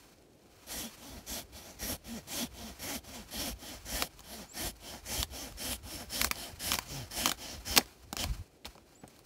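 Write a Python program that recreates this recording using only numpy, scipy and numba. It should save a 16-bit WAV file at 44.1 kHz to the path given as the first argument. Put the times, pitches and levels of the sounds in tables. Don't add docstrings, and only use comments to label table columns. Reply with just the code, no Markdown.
import sys
import numpy as np
from scipy import signal
from scipy.fft import rfft, irfft
from scipy.io import wavfile
from scipy.ndimage import uniform_filter1d
from numba import njit

SR = 44100
rng = np.random.default_rng(int(sys.argv[2]) if len(sys.argv) > 2 else 0)


def level_to_linear(level):
    exponent = np.asarray(level, float) / 20
    return 10 ** exponent


def pcm_store(signal):
    levels = np.round(np.clip(np.atleast_2d(signal), -1, 1) * 32767)
    wavfile.write(sys.argv[1], SR, levels.astype(np.int16).T)


N = 407925
T = np.arange(N) / SR

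# start t/s, end t/s, nominal top tooth rate f/Hz, nominal rasp level/dB, nominal knock level/dB
PULLS = [(.67, .9, 300.4, -44, -52), (1.267, 1.433, 245.4, -43.5, -53), (1.792, 1.966, 239.9, -42, -46.5),
         (2.275, 2.474, 279.5, -41, -45), (2.794, 2.993, 320.7, -41, -41.5),
         (3.312, 3.532, 300.6, -41, -45.5), (3.855, 4.077, 270, -40, -47.5),
         (4.538, 4.713, 323.4, -40, -53), (5.06, 5.246, 330.5, -39, -52.5),
         (5.575, 5.767, 265.4, -40.5, -49), (6.1, 6.286, 295.6, -39, -47), (6.597, 6.785, 247.5, -38, -55),
         (7.112, 7.325, 240.7, -37, -50), (7.653, 7.785, 284, -38.5, -57),
         (8.176, 8.258, 307, -37.5, -45.5)]
# start t/s, end t/s, nominal top tooth rate f/Hz, nominal rasp level/dB, nominal knock level/dB
PUSHES = [(.98, 1.23, 285, -54.5, -53.5), (1.525, 1.758, 255, -54, -68), (2.045, 2.22, 245, -49, -44.5),
          (2.54, 2.74, 250, -48, -50), (3.043, 3.255, 270, -49, -54.5), (3.59, 3.787, 310, -45.5, -52.5),
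          (4.24, 4.48, 230, -48.5, -52.5), (4.807, 5.0, 285, -47, -57.5), (5.302, 5.529, 300, -45.5, -52.5),
          (5.833, 6.074, 310, -45.5, -51), (6.335, 6.537, 290, -45, -63), (6.86, 7.07, 148, -45, -42),
          (7.375, 7.591, 290, -46, -58)]
# fastest (part of stroke), uneven (0-1), catch_s (teeth bite, t/s),
# rasp_db (early, late against middle in a shallow cut, level/dB), deep_db (added to these at depth 1, level/dB),
# grind_db (wood early, late, level/dB), dull_db (top end, level/dB), shake_db (bending of branch, level/dB),
# way (1 heel to tip, -1 back)
PULL_KIND = dict(fastest=.53, uneven=.23, catch_s=0.025, rasp_db=(-1, -1), deep_db=(-3, 2.5),
             grind_db=(-50.5, -46.5), dull_db=-1.4, shake_db=-54.5, way=1)
PUSH_KIND = dict(fastest=.42, uneven=0.0689, catch_s=0.016, rasp_db=(3.5, 0.5), deep_db=(-8.5, -7.5),
             grind_db=(-54, -51), dull_db=-5, shake_db=-75, way=-1)
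# t/s, grip (about 0-1)
DEPTH = [(.7, 0.25), (4.0, 1), (6.3, 1.01), (7.3, 0.5), (7.7, 0.4)]
# t/s, relative level/dB
TOP_END = [(.7, -1), (2.7, -4), (4.0, -2.5), (4.8, -1), (6, 1), (7.2, -6.5), (7.7, -7), (8.2, -11)]
# multiple of tooth rate, relative level/dB
TOOTH_ORDERS = [(1, 0), (2, -8), (3, -15), (4, -18)]
# nominal f/Hz, width f/Hz, relative level/dB, change from middle to tip level/dB (opposite to heel)
BLADE = [(1924, 130, -2.5, -4.5), (2200, 260, -7.5, -2), (3000, 680, -10.5, 2), (3410, 296, 0.5, 1),
         (4500, 1460, -6.5, -1.2), (5773, 310, 0, -2.2), (6400, 870, -4, -1.5), (7470, 1000, -7.5, -1.5),
         (9650, 3300, -6.5, -1), (11750, 2200, -1.5, 0.5), (14100, 2700, -11, 0)]
# nominal f/Hz, width f/Hz, relative level/dB
WOOD = [(163, 118, 1.5), (229, 180, 5.5), (365.6, 66, 1), (428, 25, -3.5), (633, 127, 2.5), (850, 82, 3.5),
        (1070, 1750, -8)]
# t/s, snap peak level/dB, added ring f/Hz, low knock against snap peak level/dB
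CRACKS = [(4.023, -9, 3420, -19), (4.1927, -37, 2870, -16), (4.2051, -35.5, 6490, -30),
          (5.229, -14, 3300, -25.5), (5.523, -36, 2900, -17), (5.731, -24, 3095, -21),
          (6.2147, -9, 3220, -26), (6.2448, -8.5, 4500, -25.5), (6.2708, -25, 4600, -16),
          (6.304, -40, 7000, -25), (6.312, -9.5, 1240, -27), (6.3564, -34, 4770, -11),
          (6.7179, -13.5, 5000, -28), (6.734, -14, 5140, -35), (6.741, -16.5, 3060, -23),
          (6.754, -17, 4840, -25), (6.7873, -14.5, 1060, -28), (7.258, -7.5, 3040, -20),
          (7.2707, -18, 5200, -18), (7.2752, -15.5, 5600, -16), (7.2941, -17.5, 5200, -31),
          (7.3162, -15, 3200, -18.5), (7.764, -10.5, 3000, -17), (7.7701, -16, 5000, -19),
          (7.7754, -3, 5600, -23), (7.7793, -3, 5150, -13), (7.809, -30, 2000, -7), (7.858, -40, 5000, -13),
          (8.1284, -19, 850, -12.5), (8.1671, -17, 5200, -18), (8.24, -17.5, 970, -13.5),
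          (8.6465, -37, 2480, -7), (8.6536, -28.5, 3760, -10), (8.7523, -45.5, 756, -2.5),
          (8.7795, -40.5, 1010, -8), (9.035, -51, 600, 14.5), (9.078, -39, 7400, -11.5),
          (9.1633, -48, 1480, -24), (9.191, -40, 7900, -27)]
# nominal f/Hz, width f/Hz, relative level/dB
CRACK_BODY = [(1154, 243, 7), (1876, 240, 7.5), (3080, 2300, -2), (6420, 4100, -8.5), (7200, 254, -10),
              (10800, 6500, -0.5), (12450, 1200, -15)]
# t/s, level/dB
SWAY = [(0, -62), (.08, -74), (.5, -66), (1.1, -56.5), (2.5, -54), (4.2, -57), (5.4, -51), (7.6, -53),
        (7.95, -66.5), (8.1, -51.5), (8.5, -74), (9.25, -72.5)]
# t/s, level/dB
LURCHES = [(.79, -45), (1.18, -52), (1.83, -41), (1.93, -44), (3.4, -51), (3.53, -47), (3.94, -45),
           (4.66, -37.5), (5.199, -40), (6.21, -52), (7.19, -57), (7.69, -40), (7.83, -46), (8.2, -42),
           (8.26, -35), (8.305, -32), (8.35, -41), (8.399, -37.5), (8.68, -52.5), (9.06, -53)]
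# t/s, level/dB
STIR = [(0, -59), (.07, -61), (.3, -78), (.5, -69), (.63, -58.5), (1.3, -62), (3.8, -57), (4.5, -61),
        (6.1, -59), (7.1, -60), (7.7, -56), (7.95, -63), (8.1, -66), (8.27, -49.5), (8.45, -67.5),
        (8.6, -74), (8.9, -67), (9.25, -66.5)]
# start t/s, nominal level/dB, rise t/s, decay constant t/s
BRUSHES = [(.88, -54, .03, 0.055), (6.79, -52, 0.017, .05), (7.79, -49.5, 0.019, 0.022),
           (8.29, -51.5, 0.052, 0.019), (8.649, -41, 0.0085, 0.013), (8.69, -62, 0.016, 0.034),
           (9.07, -60.5, 0.038, 0.021), (9.21, -69, 0.027, .04)]
# f/Hz, relative level per Hz/dB
RUSTLE_COLOUR = [(410, -32), (700, -0.5), (984, 0.5), (1840, -4), (2560, -3), (3160, -5), (5330, -5.5),
                 (16000, -14)]
# t/s, f/Hz, nominal rms level/dB
BIRD_CALLS = [
    [(4.478, 6810, -68), (4.498, 7230, -52), (4.526, 7770, -56), (4.537, 7690, -68)],
    [(8.948, 6901, -81), (8.956, 7138, -60), (8.98, 8000, -66), (9.002, 7833, -68), (9.03, 7918, -76)],
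]
# f/Hz, relative level per Hz/dB
AIR_COLOUR = [(18, -18.5), (30, -6.5), (70, -4.5), (210, -6.5), (336, -3.5), (473, -7.5), (780, -12),
              (962, -23), (6900, -29), (14000, -36), (16000, -39.5)]

GRIND_DB_PER_RASP_DB, USUAL_RASP_DB = 0.5, {1: -42.5, -1: -45}
SAG_PER_S = 0.012
DULL_FROM_DB, DULL_DB_PER_DB = -15.5, 4
LURCH_HALF_WIDTH_S = 0.019
SETTLE_DB, SETTLE_S, LOOSE_S = -7.5, .16, (3.9, 7.1)
TICKS_PER_S, TICK_MAX_DB = 18, -46
AIR_DB = -62.5
TOP_HZ = 15700


def unit(x):
    return x / np.sqrt(np.mean(x ** 2))


def curve(rows, column):
    rows = np.array(rows)
    return level_to_linear(np.interp(T, rows[:, 0], rows[:, column], left=-140, right=-140))


@njit
def svf(x, hz, width):
    y, b, l = np.empty(len(x)), 0., 0.
    for i in range(len(x)):
        g, k = np.tan(np.pi * hz[i] / SR), width / hz[i]
        v = (b + g * (x[i] - l)) / (1 + g * (g + k))
        b, l, y[i] = 2 * v - b, l + 2 * g * v, k * v
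    return y


def ring(x, modes, drift=0.932, sway_db=None):
    total = 0
    for k, mode in enumerate(modes):
        level_db = mode[2] + (sway_db(mode) if sway_db else 0)
        centre_hz = mode[0] * drift * np.ones(len(x))
        total = total + (-1) ** k * level_to_linear(level_db) * svf(x, centre_hz, 1. * mode[1])
    return total


def walk(rate_hz):
    hold = int(SR / rate_hz)
    steps = np.repeat(rng.standard_normal(N // hold + 1), hold)
    return unit(uniform_filter1d(uniform_filter1d(steps, hold), hold)[:N])


def coloured(x, points):
    hz, db = np.transpose(points)
    f_hz = np.fft.rfftfreq(N, 1 / SR) + 1
    return unit(irfft(rfft(x) * level_to_linear(np.interp(np.log(f_hz), np.log(hz), db)), N))


def gritty(spread_db):
    return rng.standard_normal(N) * level_to_linear(spread_db * rng.exponential(size=N))


def strokes():
    return [(row, PULL_KIND) for row in PULLS] + [(row, PUSH_KIND) for row in PUSHES]


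def teeth():
    hz, gain, rough, load = np.full(N, 100.), np.zeros(N), np.zeros(N), np.zeros(N)
    for (start, end, top_hz, _, knock_db), kind in strokes():
        at = slice(int(start * SR), int(end * SR))
        fastest_s = start + kind["fastest"] * (end - start)
        swing = np.sin(np.interp(T[at], [start, fastest_s, end], [0, np.pi / 2, np.pi]))
        hz[at] = top_hz * (.45 + .55 * swing)
        gain[at] = level_to_linear(knock_db) * swing ** 1.07
        rough[at] = kind["uneven"]
        load[at] = level_to_linear(kind["shake_db"]) * swing
    uneven_hz = hz * (1 + rough * np.clip(walk(90), -2, 2) / 2)
    phase = 2 * np.pi * np.cumsum(uneven_hz) / SR
    return phase, gain * level_to_linear(6.4 * rough * walk(60)), load


def bite():
    rasp, grind, bright_db, along, place = np.zeros((5, N))
    for (start, end, _, db, _), kind in strokes():
        at = slice(int((start - .03) * SR), int((end + .03) * SR))
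        part = (T[at] - start) / (end - start)
        ramp_s = 0.21 * (end - start)
        edge_s = [start - kind["catch_s"], start, start + ramp_s, end - ramp_s, end, end + 0.011]
        edge_db = np.interp(T[at], edge_s, [-59, -6.5, 2.5, 2, -10.5, -47.0])
        depth = np.interp(start, *np.transpose(DEPTH))
        early_db, late_db = np.add(kind["rasp_db"], depth * np.array(kind["deep_db"]))
        rasp[at] += level_to_linear(edge_db + db + np.interp(part, [.2, .5, .8], [early_db, 0, late_db]))
        effort_db = GRIND_DB_PER_RASP_DB * (db - USUAL_RASP_DB[kind["way"]])
        grind[at] += level_to_linear(edge_db + np.interp(part, [.25, .75], kind["grind_db"]) + effort_db)
        bright_db[at] = kind["dull_db"] + np.interp(start, *np.transpose(TOP_END))
        along[at] = np.clip(2 * part - 1, -1, 1)
        place[at] = kind["way"] * along[at]
    return rasp, grind, bright_db, along, place


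def saw(phase, knock_gain):
    rasp_gain, grind_gain, bright_db, along, place = bite()

    knock = unit(sum(level_to_linear(db + (2 + k) * walk(30)) * np.sin(k * phase) for k, db in TOOTH_ORDERS))
    knock = knock_gain * level_to_linear(5.6 * along) * knock
    knock = knock + level_to_linear(-15.0) * svf(knock, np.full(N, 225.), 89.5)

    throb = (1 + 0.15 * np.cos(phase)) * level_to_linear(1.2 * walk(40))
    even_grit, odd_grit, broad_grit = (unit(gritty(1.3) * throb) for _ in range(3))

    drift = 1 - SAG_PER_S * T + .01 * walk(5)

    def sway_db(mode):
        return mode[3] * place + 2.3 * walk(14) + bright_db * (mode[0] > 8000)

    rasp = ring(even_grit, BLADE[::2], drift, sway_db) + ring(odd_grit, BLADE[1::2], drift, sway_db)
    broad_grit = signal.sosfilt(signal.butter(2, 1300, "high", fs=SR, output="sos"), broad_grit)
    rasp = unit(rasp + level_to_linear(-10.5 + 0.43 * bright_db) * broad_grit)
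    grind = unit(ring(gritty(2.8) * throb, WOOD, 1 + 0.037 * walk(6.9)))
    return knock + rasp_gain * rasp + grind_gain * grind


def cracks():
    length = 4096
    out, t = np.zeros(N + length), np.arange(length) / SR
    bursts = rng.standard_normal((len(CRACKS), length))
    for (s, peak_db, ring_hz, low_db), noise in zip(CRACKS, bursts):
        decay = np.exp(-t / 0.0016) + level_to_linear(-14) * np.exp(-t / 0.0028)
        burst = noise * (1 - np.exp(-t / 0.00019)) * decay
        split = level_to_linear(3.0) * burst * np.exp(-t / 0.0014)
        dull_db = DULL_DB_PER_DB * max(low_db - DULL_FROM_DB, 0)
        crisp = level_to_linear(-dull_db) * (ring(burst, CRACK_BODY) + split)
        snap = crisp + level_to_linear(-1.5) * svf(burst, np.full(length, 1. * ring_hz), 200 + ring_hz / 6)
        low = ring(noise * np.exp(-t / 0.0072), WOOD[1:])
        low = svf(low, np.full(length, 480.), 1100.)
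        sound = snap / np.abs(snap).max() + level_to_linear(low_db) * low / np.abs(low).max()
        at = int(s * SR)
        out[at:at + length] += level_to_linear(peak_db) * sound
    return out[:N]


def shake(load):
    low = rng.standard_normal(N) * level_to_linear(2.65 * walk(25))
    for hz, width_hz in ((57., 29.0), (60., 118.0), (62., 175.0)):
        low = svf(low, np.full(N, hz), width_hz)
    lurch = sum(level_to_linear(db) * np.exp(-((T - s) / LURCH_HALF_WIDTH_S) ** 2) for s, db in LURCHES)
    return (curve(SWAY, 1) + uniform_filter1d(load, 1500) + lurch) * unit(low)


def rustle():
    ends = np.transpose(PULLS)[1]
    since_s = T - np.append(-9, ends)[np.searchsorted(ends, T)]
    settle_db = SETTLE_DB * np.interp(T, LOOSE_S, [1, 0]) * np.clip(1 - since_s / SETTLE_S, 0, 1)
    gain = curve(STIR, 1) * level_to_linear(settle_db)
    for s, db, rise_s, fall_s in BRUSHES:
        rise = np.clip((T - s) / rise_s, 0, 1) ** 2
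        fall = np.exp(-np.maximum(T - s - rise_s, 0) / fall_s)
        gain = gain + level_to_linear(db) * rise * fall
    return gain * coloured(gritty(1.7) * level_to_linear(2.5 * walk(70)), RUSTLE_COLOUR)


def ticks():
    length = 256
    out, t = np.zeros(N + length), np.arange(length) / SR
    for when, size, tone, *noise in rng.random((int(TICKS_PER_S * N / SR), 3 + length)):
        burst = (2 * np.array(noise) - 1) * np.exp(-t / .001)
        at = int(when * N)
        centre_hz = np.full(length, 2000 * 5 ** tone)
        out[at:at + length] += level_to_linear(TICK_MAX_DB - 12 * size) * svf(burst, centre_hz, 5000.)
    return out[:N]


def bird():
    out = 0
    for call in BIRD_CALLS:
        s, hz, _ = np.transpose(call)
        phase = 2 * np.pi * np.cumsum(np.interp(T, s, hz)) / SR
        out = out + np.sqrt(2) * curve(call, 2) * level_to_linear(2.5 * walk(150)) * np.sin(phase)
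    return out


def air():
    return level_to_linear(AIR_DB) * coloured(rng.standard_normal(N), AIR_COLOUR) * level_to_linear(1.2 * walk(1.1))


def scene():
    phase, knock_gain, load = teeth()
    near = saw(phase, knock_gain) + cracks() + rustle() + ticks() + bird()
    t = np.arange(8192) / SR
    echo = level_to_linear(-34.5) * rng.standard_normal(8192) * np.exp(-t / 0.0097)
    echo[0] = 1
    echo[int(.0125 * SR)] += level_to_linear(-29)
    mono = signal.fftconvolve(near, echo)[:N] + shake(load) + air()
    return np.array([mono, mono])


def top_cut(x):
    return signal.sosfilt(signal.butter(12, 17000, fs=SR, output="sos"), x)


def record(dry):
    no_rumble = signal.sosfilt(signal.butter(2, 38, "high", fs=SR, output="sos"), dry)
    mix = signal.sosfilt(signal.ellip(12, .2, 70, TOP_HZ, fs=SR, output="sos"), no_rumble)
    return top_cut(mix)


dry = scene()
out = record(dry)
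pcm_store(out)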